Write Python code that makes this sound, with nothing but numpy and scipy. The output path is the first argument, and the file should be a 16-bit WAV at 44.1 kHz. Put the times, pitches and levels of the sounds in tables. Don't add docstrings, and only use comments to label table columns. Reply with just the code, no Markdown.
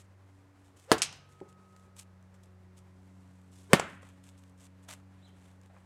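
import sys
import numpy as np
from scipy import signal
from scipy.fft import rfft, irfft, next_fast_len
from scipy.io import wavfile
from scipy.ndimage import map_coordinates

SR = 44100
rng = np.random.default_rng(int(sys.argv[2]) if len(sys.argv) > 2 else 0)


def linear_from_db(decibels):
    return 10 ** (np.asarray(decibels, float) / 20)


def store_pcm(level_fs):
    pcm = np.round(np.clip(level_fs, -1, 1) * 32767).astype(np.int16)
    wavfile.write(sys.argv[1], SR, np.atleast_2d(pcm).T)


N = 257984


def unit(x):
    return x / np.sqrt(np.mean(x ** 2) + 1e-20)


def along(points, hz):
    f, v = np.transpose(points)
    return np.interp(np.log(hz + 1), np.log(f + 1), v)


def curves(rows):
    s, *cols = np.transpose(rows)
    return [np.interp(np.arange(N) / SR, s, c) for c in cols]


def held(start, end, db, rise_db_per_s, fall_db_per_s):
    t = np.arange(N) / SR
    before, after = np.maximum(start - t, 0), np.maximum(t - end, 0)
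    return linear_from_db(db - rise_db_per_s * before - fall_db_per_s * after)


def wobble(rate):
    knots = rng.standard_normal(int(N * rate / SR) + 4)
    return map_coordinates(knots, [np.arange(N) * rate / SR])


def noise(spectrum, size):
    m = next_fast_len(size + 8192)
    gain = linear_from_db(along(spectrum, np.fft.rfftfreq(m, 1 / SR)))
    return unit(irfft(rfft(rng.standard_normal(m)) * gain, m)[:size])


def tone(hz):
    return np.sqrt(2) * np.sin(2 * np.pi * (np.cumsum(hz) / SR + rng.random()))


def ring(modes, t):
    return sum(linear_from_db(db - 60 * t / t60) * np.sin(2 * np.pi * hz * t) for hz, db, t60 in modes)


def add(track, s, x):
    part = track[round(s * SR):][:len(x)]
    part += x[:len(part)]


def roomy(x, wet_db, onset=.0008):
    # f/Hz, t60/s
    decay_times = [(100, 1), (300, 0.21), (1500, 0.42), (4000, 0.33), (12000, 0.18)]
    # f/Hz, level/dB
    wall_colour = [(60, -6), (300, 0.5), (1800, -1), (5000, -4.5), (15000, -16)]
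    # level/dB, t60 factor
    far_end = (-16, 2.2)
    hz, t, z = signal.stft(rng.standard_normal(SR), SR, nperseg=256)
    fall_db = -60 * t / along(decay_times, hz)[:, None]
    decay = linear_from_db(fall_db) + linear_from_db(far_end[0] + fall_db / far_end[1])
    colour = linear_from_db(along(wall_colour, hz)[:, None])
    tail = signal.istft(z * colour * decay, SR, nperseg=256)[1]
    first_wall_s = .008
    tail = np.pad(tail / np.linalg.norm(tail), (round(first_wall_s * SR), 0))
    start = x * np.exp(-np.arange(len(x)) / (onset * SR))
    level = linear_from_db(wet_db) * np.linalg.norm(x) / np.linalg.norm(start)
    wet = level * signal.fftconvolve(start, tail)
    return wet + np.pad(x, (0, len(wet) - len(x)))


def blows():
    # t/s, crack level/dB, contact/s, release f/Hz, first rebound delay/s
    hits = [
        (0.9168, -1.8, .00037, 4311, .0031),
        (3.7328, 1.83, 0.00026, 8208, .0018),
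    ]
    # f/Hz, level/dB, t60/s
    high_modes = [(233, -4, 0.048), (333, -5, 0.11), (407, 0.5, 0.052), (445, -0.5, 0.1), (630, -5.5, .06),
                  (766, -5.5, .06), (1017, -2.5, 0.035), (1303, -7, .05), (1700, -1.5, 0.042),
                  (2400, -11.5, 0.048), (3260, -11.5, 0.014), (4900, -18, 0.035)]
    # f/Hz, level/dB, t60/s
    low_modes = [(173.7, -1, 0.096), (205, 2, 0.066), (423, -7.5, 0.039), (564, 0.5, 0.051),
                 (700, -4.5, 0.062), (896, -6, 0.041), (1101, -2.5, 0.043), (1160, -4.5, 0.054),
                 (1345, -8, 0.054), (1534, -5.5, 0.04), (1816, -5.5, 0.086), (2090, -7, 0.047),
                 (2501, -8.5, 0.046), (2977, -11.5, .04)]
    # f/Hz, density/dB per Hz
    paint = [(300, -120), (800, -6), (1800, 0.5), (3500, -1.5), (6000, -6), (9000, -8.5), (12000, -15.5),
             (16000, -24)]
    release_db, ring_db, rattle_db, room_db = -4, -17, -21.5, -21.5
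    rebound_db, rebound_loss_db, rebound_slows, rebound_width_s = -6.5, 4.5, 1.2, .0002
    out, t = np.zeros(N), np.arange(SR // 3) / SR
    for (s, db, touch, release_hz, rebound), modes in zip(hits, (high_modes, low_modes)):
        let_go = 1 / (1 + np.exp(np.minimum((t - touch) / .000022, 50)))
        push = let_go * (1 - np.exp(-t / .00004))
        after = np.maximum(t - touch, 0)
        release = linear_from_db(release_db - 60 * after / 0.0029) * np.cos(2 * np.pi * release_hz * after)
        suction = .44 * np.exp(-after / 0.00082)
        crush = linear_from_db(-14 - 60 * t / .003) * noise(paint, len(t))
        crack = crush + push - (1 - np.exp(-after / .00004)) * (release + suction)
        for k, (late, size, soft) in enumerate(rng.standard_normal((8, 3)), 1):
            later = k ** rebound_slows
            back_db = rebound_db - rebound_loss_db * np.log2(later) + 1.1 * size
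            delay, width = rebound * later * (1 + .03 * late), rebound_width_s * linear_from_db(3 * soft)
            u = (t - delay) / width
            crack = crack + linear_from_db(back_db) * (1 - 0.33 * u * u) * np.exp(-u * u / 3)
        rattle_gain = linear_from_db(rattle_db - 60 * t / 0.068) + linear_from_db(rattle_db - 16 - 60 * t / 0.16)
        rattle = rattle_gain * noise(paint, len(t))
        flutter = linear_from_db(2.6 * wobble(260)[:len(t)])
        body = linear_from_db(ring_db) * flutter * ring(modes, t) * (1 - np.exp(-t / 0.00062))
        add(out, s, roomy(linear_from_db(db) * crack + body + rattle, room_db, onset=0.00024))
    return signal.sosfilt(signal.butter(2, 90, "highpass", fs=SR, output="sos"), out)


def splinters():
    # t/s, level/dB, t60/s, knock re snap/dB,
    # room/dB
    snaps = [(0.9811, -38.5, 0.069, -8.5, -10), (1.0192, -11.5, 0.0094, -19, -12.5),
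             (1.0231, -12.5, 0.0094, -28, -14.5), (1.027, -26, .09, -30, -26),
             (1.1261, -49.5, 0.042, -2, -5), (3.7965, -26, 0.023, 4, -17), (4.885, -63, 0.044, 7.5, -11),
             (4.03, -63.5, 0.042, 13, -15), (5.7, -90, 0.11, 29, -8), (5.74, -84.5, 0.099, 24, -10),
             (5.765, -85, 0.086, 27.5, -13)]
    # f/Hz, density/dB per Hz
    dry_wood = [(300, -120), (1000, -17.5), (2500, -2), (5000, -2), (8000, 0), (11000, -14), (16000, -32)]
    # f/Hz, density/dB per Hz
    landing = [(200, -120), (380, -2), (520, 3), (1100, -0.5), (1600, -6.5), (2500, -10.5), (4000, -120)]
    out, t = np.zeros(N), np.arange(SR // 8) / SR
    for s, db, t60, knock_db, wet_db in snaps:
        grain = linear_from_db(2 * wobble(900)[:len(t)])
        burst = grain * noise(dry_wood, len(t)) + linear_from_db(knock_db) * noise(landing, len(t))
        gain = linear_from_db(db - 60 * t / t60) * (1 - np.exp(-t / 0.00025))
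        add(out, s, roomy(gain * burst, wet_db))
    return out


def swish():
    # start t/s, end t/s, last f/Hz, start re end/dB
    strokes = [
        (0.867, 0.918, 647.6, -36),
        (3.691, 3.732, 561, -22),
    ]
    # f/Hz, density/dB per Hz
    torn_air = [(200, -120), (400, -4), (1000, 0.5), (2500, -10), (8000, -19), (16000, -35.5)]
    # t/s, length/s, from f/Hz, to f/Hz, level/dB
    chip = (.9222, .0028, 10300, 8300, -24)
    start_hz, end_db = 357, -43.5
    out = np.zeros(N)
    for start, end, to_hz, first_db in strokes:
        u = np.linspace(0, 1, round((end - start) * SR))
        hz = start_hz + (to_hz - start_hz) * u
        sung = tone(hz * (1 + .09 * wobble(250)[:len(u)])) + linear_from_db(-6) * noise(torn_air, len(u))
        add(out, start, linear_from_db(end_db + first_db * (1 - u) ** 2) * sung)
    s, length, from_hz, to_hz, db = chip
    size = round(length * SR)
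    add(out, s, linear_from_db(db) * np.hanning(size) * tone(np.linspace(from_hz, to_hz, size)))
    return out


def cloth():
    # t/s, hold/s, hiss level/dB, body re hiss/dB
    rubs = [(.001, 0.0076, -60.5, -6.5), (0.044, 0.0054, -74, -13), (.645, 0.034, -81, -6),
            (0.767, 0.11, -69, -5), (1.293, 0.038, -73, -14), (1.485, 0.027, -73, -9),
            (1.761, .1, -78, -9.5), (1.967, 0.057, -63, -6.5), (2.343, .008, -70, -5),
            (2.434, .008, -72, -15.5), (2.773, 0.017, -66, -12), (3.519, 0.1, -68.5, -11.5),
            (4.021, 0.076, -71.5, 3), (4.238, 0.063, -69.5, -5), (4.378, .012, -72.5, -14),
            (4.388, 0.13, -78, -2), (4.579, 0.084, -70, -5), (4.6, 0.058, -69, -8.5),
            (4.829, 0.019, -71.5, -13), (4.89, 0.017, -49, -0.5), (4.92, 0.017, -55.5, -2),
            (4.95, 0.053, -76.5, 2.5), (5.281, 0.011, -76, 6), (5.63, .04, -80, 6)]
    # t/s, half width/s, hiss level/dB, body re hiss/dB
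    sways = [(.344, 0.085, -81, -7), (.66, 0.098, -80, 0), (1.151, .04, -69, 3.5), (4.33, 0.042, -80, 6),
             (1.37, 0.077, -78.5, 2.5), (1.7, .12, -79.5, -7), (1.995, 0.012, -53, -12),
             (3.25, 0.36, -79.5, -3.5), (3.67, 0.063, -71.5, -8), (3.78, .05, -58, -12),
             (3.901, .07, -67, -12), (4.16, 0.085, -80, 2), (4.74, .08, -89.5, 11), (5.2, 0.093, -83, 9.5),
             (5.45, .1, -72.5, 1.5), (5.8, .1, -80, 2.5)]
    # t/s, peak level/dB, body re peak/dB
    creases = [(0.777, -62, -15), (0.798, -49, -22), (1.403, -60.5, 10), (1.4894, -53, -14),
               (1.764, -49, -4), (1.9655, -46.5, -13), (1.9913, -36, -23), (2.0305, -48.5, -26),
               (2.2264, -58.5, -2), (2.4357, -51, -17.5), (2.4578, -55, -14.5), (2.7684, -59.5, -11.5),
               (3.4157, -57, -5), (4.0302, -60, -2), (4.0894, -52, -6), (4.2394, -46, -20.5),
               (4.496, -54.5, -15), (4.2899, -47.5, 1), (4.2964, -51, -7), (4.378, -55.5, -16),
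               (4.4371, -52.5, -3), (1.527, -56.5, -12), (4.889, -40.5, -3), (4.911, -35, -4),
               (4.9276, -37, -2), (4.9366, -39, -5), (5.2847, -61, -6), (5.6145, -54.5, -6),
               (5.6354, -59, -9), (5.6599, -52, -12)]
    # f/Hz, density/dB per Hz
    weave = [(1470, -34), (2500, -6.5), (3410, -3.5), (4170, -8), (4910, -7), (8020, -1), (12000, -12),
             (16000, -25)]
    # f/Hz, density/dB per Hz
    fold = [(300, -120), (450, -6.5), (700, 0), (1500, -1.5), (3200, -5), (4500, -12.5), (6000, -120)]
    hiss, body = np.zeros(N), np.zeros(N)
    for s, hold, db, low_db in rubs:
        gain = held(s, s + hold, db, rise_db_per_s=2500, fall_db_per_s=899.5)
        hiss += gain
        body += gain * linear_from_db(low_db)
    for s, width, db, low_db in sways:
        gain = linear_from_db(db) * np.exp(-((np.arange(N) / SR - s) / width) ** 2)
        hiss += gain
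        body += gain * linear_from_db(low_db)
    grain = unit(linear_from_db(2.5 * wobble(400) + 1.3 * wobble(90)))
    rustle = grain * (hiss * noise(weave, N) + body * noise(fold, N))
    t = np.arange(SR // 20) / SR
    decay = linear_from_db(-60 * t / .009) + linear_from_db(-22 - 60 * t / .05)
    for s, db, low_db in creases:
        snap = noise(weave, len(t)) + linear_from_db(low_db + 3.0) * noise(fold, len(t))
        add(rustle, s, linear_from_db(db - 6.5) * decay * snap)
    return rustle


def shoe():
    # t/s, level/dB, room/dB
    steps = [
        (1.4134, -41.5, -16),
        (1.876, -64.5, -8),
        (3.828, -47, -15),
        (5.33, -68, -12),
    ]
    # f/Hz, level/dB, t60/s
    board = [(190, -5, 0.14), (306, -3, 0.077), (380, 9, 0.047), (541, -6.5, 0.094), (805, 2, 0.025)]
    out, t = np.zeros(N), np.arange(SR // 5) / SR
    for s, db, wet_db in steps:
        knock = linear_from_db(db) * ring(board, t) * (1 - np.exp(-t / 0.00087))
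        add(out, s, roomy(knock, wet_db, onset=0.011))
    return out


def drone():
    # t/s, f/Hz, level/dB
    engine = [(0, 95.3, -59), (.85, 94.7, -63.5), (1.36, 94.9, -63.5), (1.5, 93.4, -63.5),
              (1.9, 93.67, -61), (2.46, 92.5, -57.5), (3.6, 93.2, -57.5), (4.9, 93.26, -57.5),
              (5.85, 93.3, -58.5)]
    # multiple of the pitch, level/dB
    steady_orders = [(2, -81), (3, -86), (4, -82), (5, -85.5), (6, -88), (1.5, -79)]
    # multiple of the pitch, from t/s, to t/s, level/dB
    swells = [(2, -1.4, -0.16, -59.5), (2, 1.52, 3.5, -65), (2, 3, 5.9, -63.5), (3, 0.32, .7, -68),
              (3, 4, 2.3, -75), (3, 3, 3.3, -70), (3, 3.5, 5.0, -67.5), (3, 5, 5.6, -70.5),
              (4, 1.4, 1.74, -74.5), (4, 2.5, 3, -72), (4, 3.5, 4, -76), (1.5, 1.1, 1.5, -70),
              (6, 1.65, 2.5, -78.5), (6, 6, 6.5, -82)]
    hz, db = curves(engine)
    hz = hz + 0.64 * wobble(5.5)
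    low = linear_from_db(db + 0.96 * wobble(7.4)) * tone(hz)
    for k in {round(2 * row[0]) / 2 for row in swells}:
        power = np.zeros(N)
        for order, start, end, level in swells:
            if round(2 * order) / 2 == k:
                power += held(start, end, level, rise_db_per_s=70, fall_db_per_s=70) ** 2
        low = low + np.sqrt(power) * linear_from_db(0.73 * wobble(4.4)) * tone(k * hz)
    high = sum(linear_from_db(level + 6.2 * wobble(1.5)) * tone(k * hz) for k, level in steady_orders)
    squeal_s, squeal_hz, squeal_db = 1.73, 1266, -67
    start, end = squeal_s - .54, squeal_s + .5
    fade_db, = curves([(start - .05, -45), (start, -4.5), (squeal_s, 0), (end, -16.5), (end + .05, -45)])
    squeal = linear_from_db(squeal_db + fade_db + 1.1 * wobble(9)) * tone(squeal_hz + 1.3 * wobble(24))
    return low + high + squeal


def bird():
    start, rise, drop, rest = 5.215, .036, .016, .03
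    low_hz, top_hz, end_hz = 3300, 4100, 3150
    top, low = start + rise, start + rise + drop
    linger = top - .012
    hz, = curves([(start, low_hz), (linger, .97 * top_hz), (top, top_hz),
                  (low, 1.03 * end_hz), (low + rest, end_hz)])
    hz = hz * (1 + .03 * wobble(500))
    gain = held(top - .02, low + .012, -70, rise_db_per_s=900, fall_db_per_s=900)
    voice = tone(hz) + linear_from_db(-11) * tone(2 * hz)
    return roomy(gain * linear_from_db(3 * wobble(120)) * voice, wet_db=-5, onset=100)[:N]


def air():
    # f/Hz, density/dB per Hz
    air_colour = [(20, -22), (40, -8.5), (65, 2.5), (110, 3.5), (160, -1.5), (250, -4), (500, -6),
                  (1000, -7.5), (2000, -14), (3200, -23), (8000, -27.5), (13000, -35), (16000, -39.5)]
    level_db = -66
    return linear_from_db(level_db + 0.2 * wobble(1.9) + 0.82 * wobble(32)) * noise(air_colour, N)


def scene():
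    return (blows() + splinters() + swish() + cloth() + shoe() + drone() + bird() + air())[None]


def top_cut(x):
    return signal.sosfilt(signal.butter(12, 16580, fs=SR, output="sos"), x)


def record(dry):
    heard = signal.sosfilt(signal.butter(1, 40, "highpass", fs=SR, output="sos"), dry)
    heard = signal.sosfilt(signal.butter(2, 15000, "lowpass", fs=SR, output="sos"), heard)
    mix = heard / (1 + np.abs(heard / .98) ** 8) ** (1 / 8)
    return top_cut(mix)


dry = scene()
out = record(dry)
store_pcm(out)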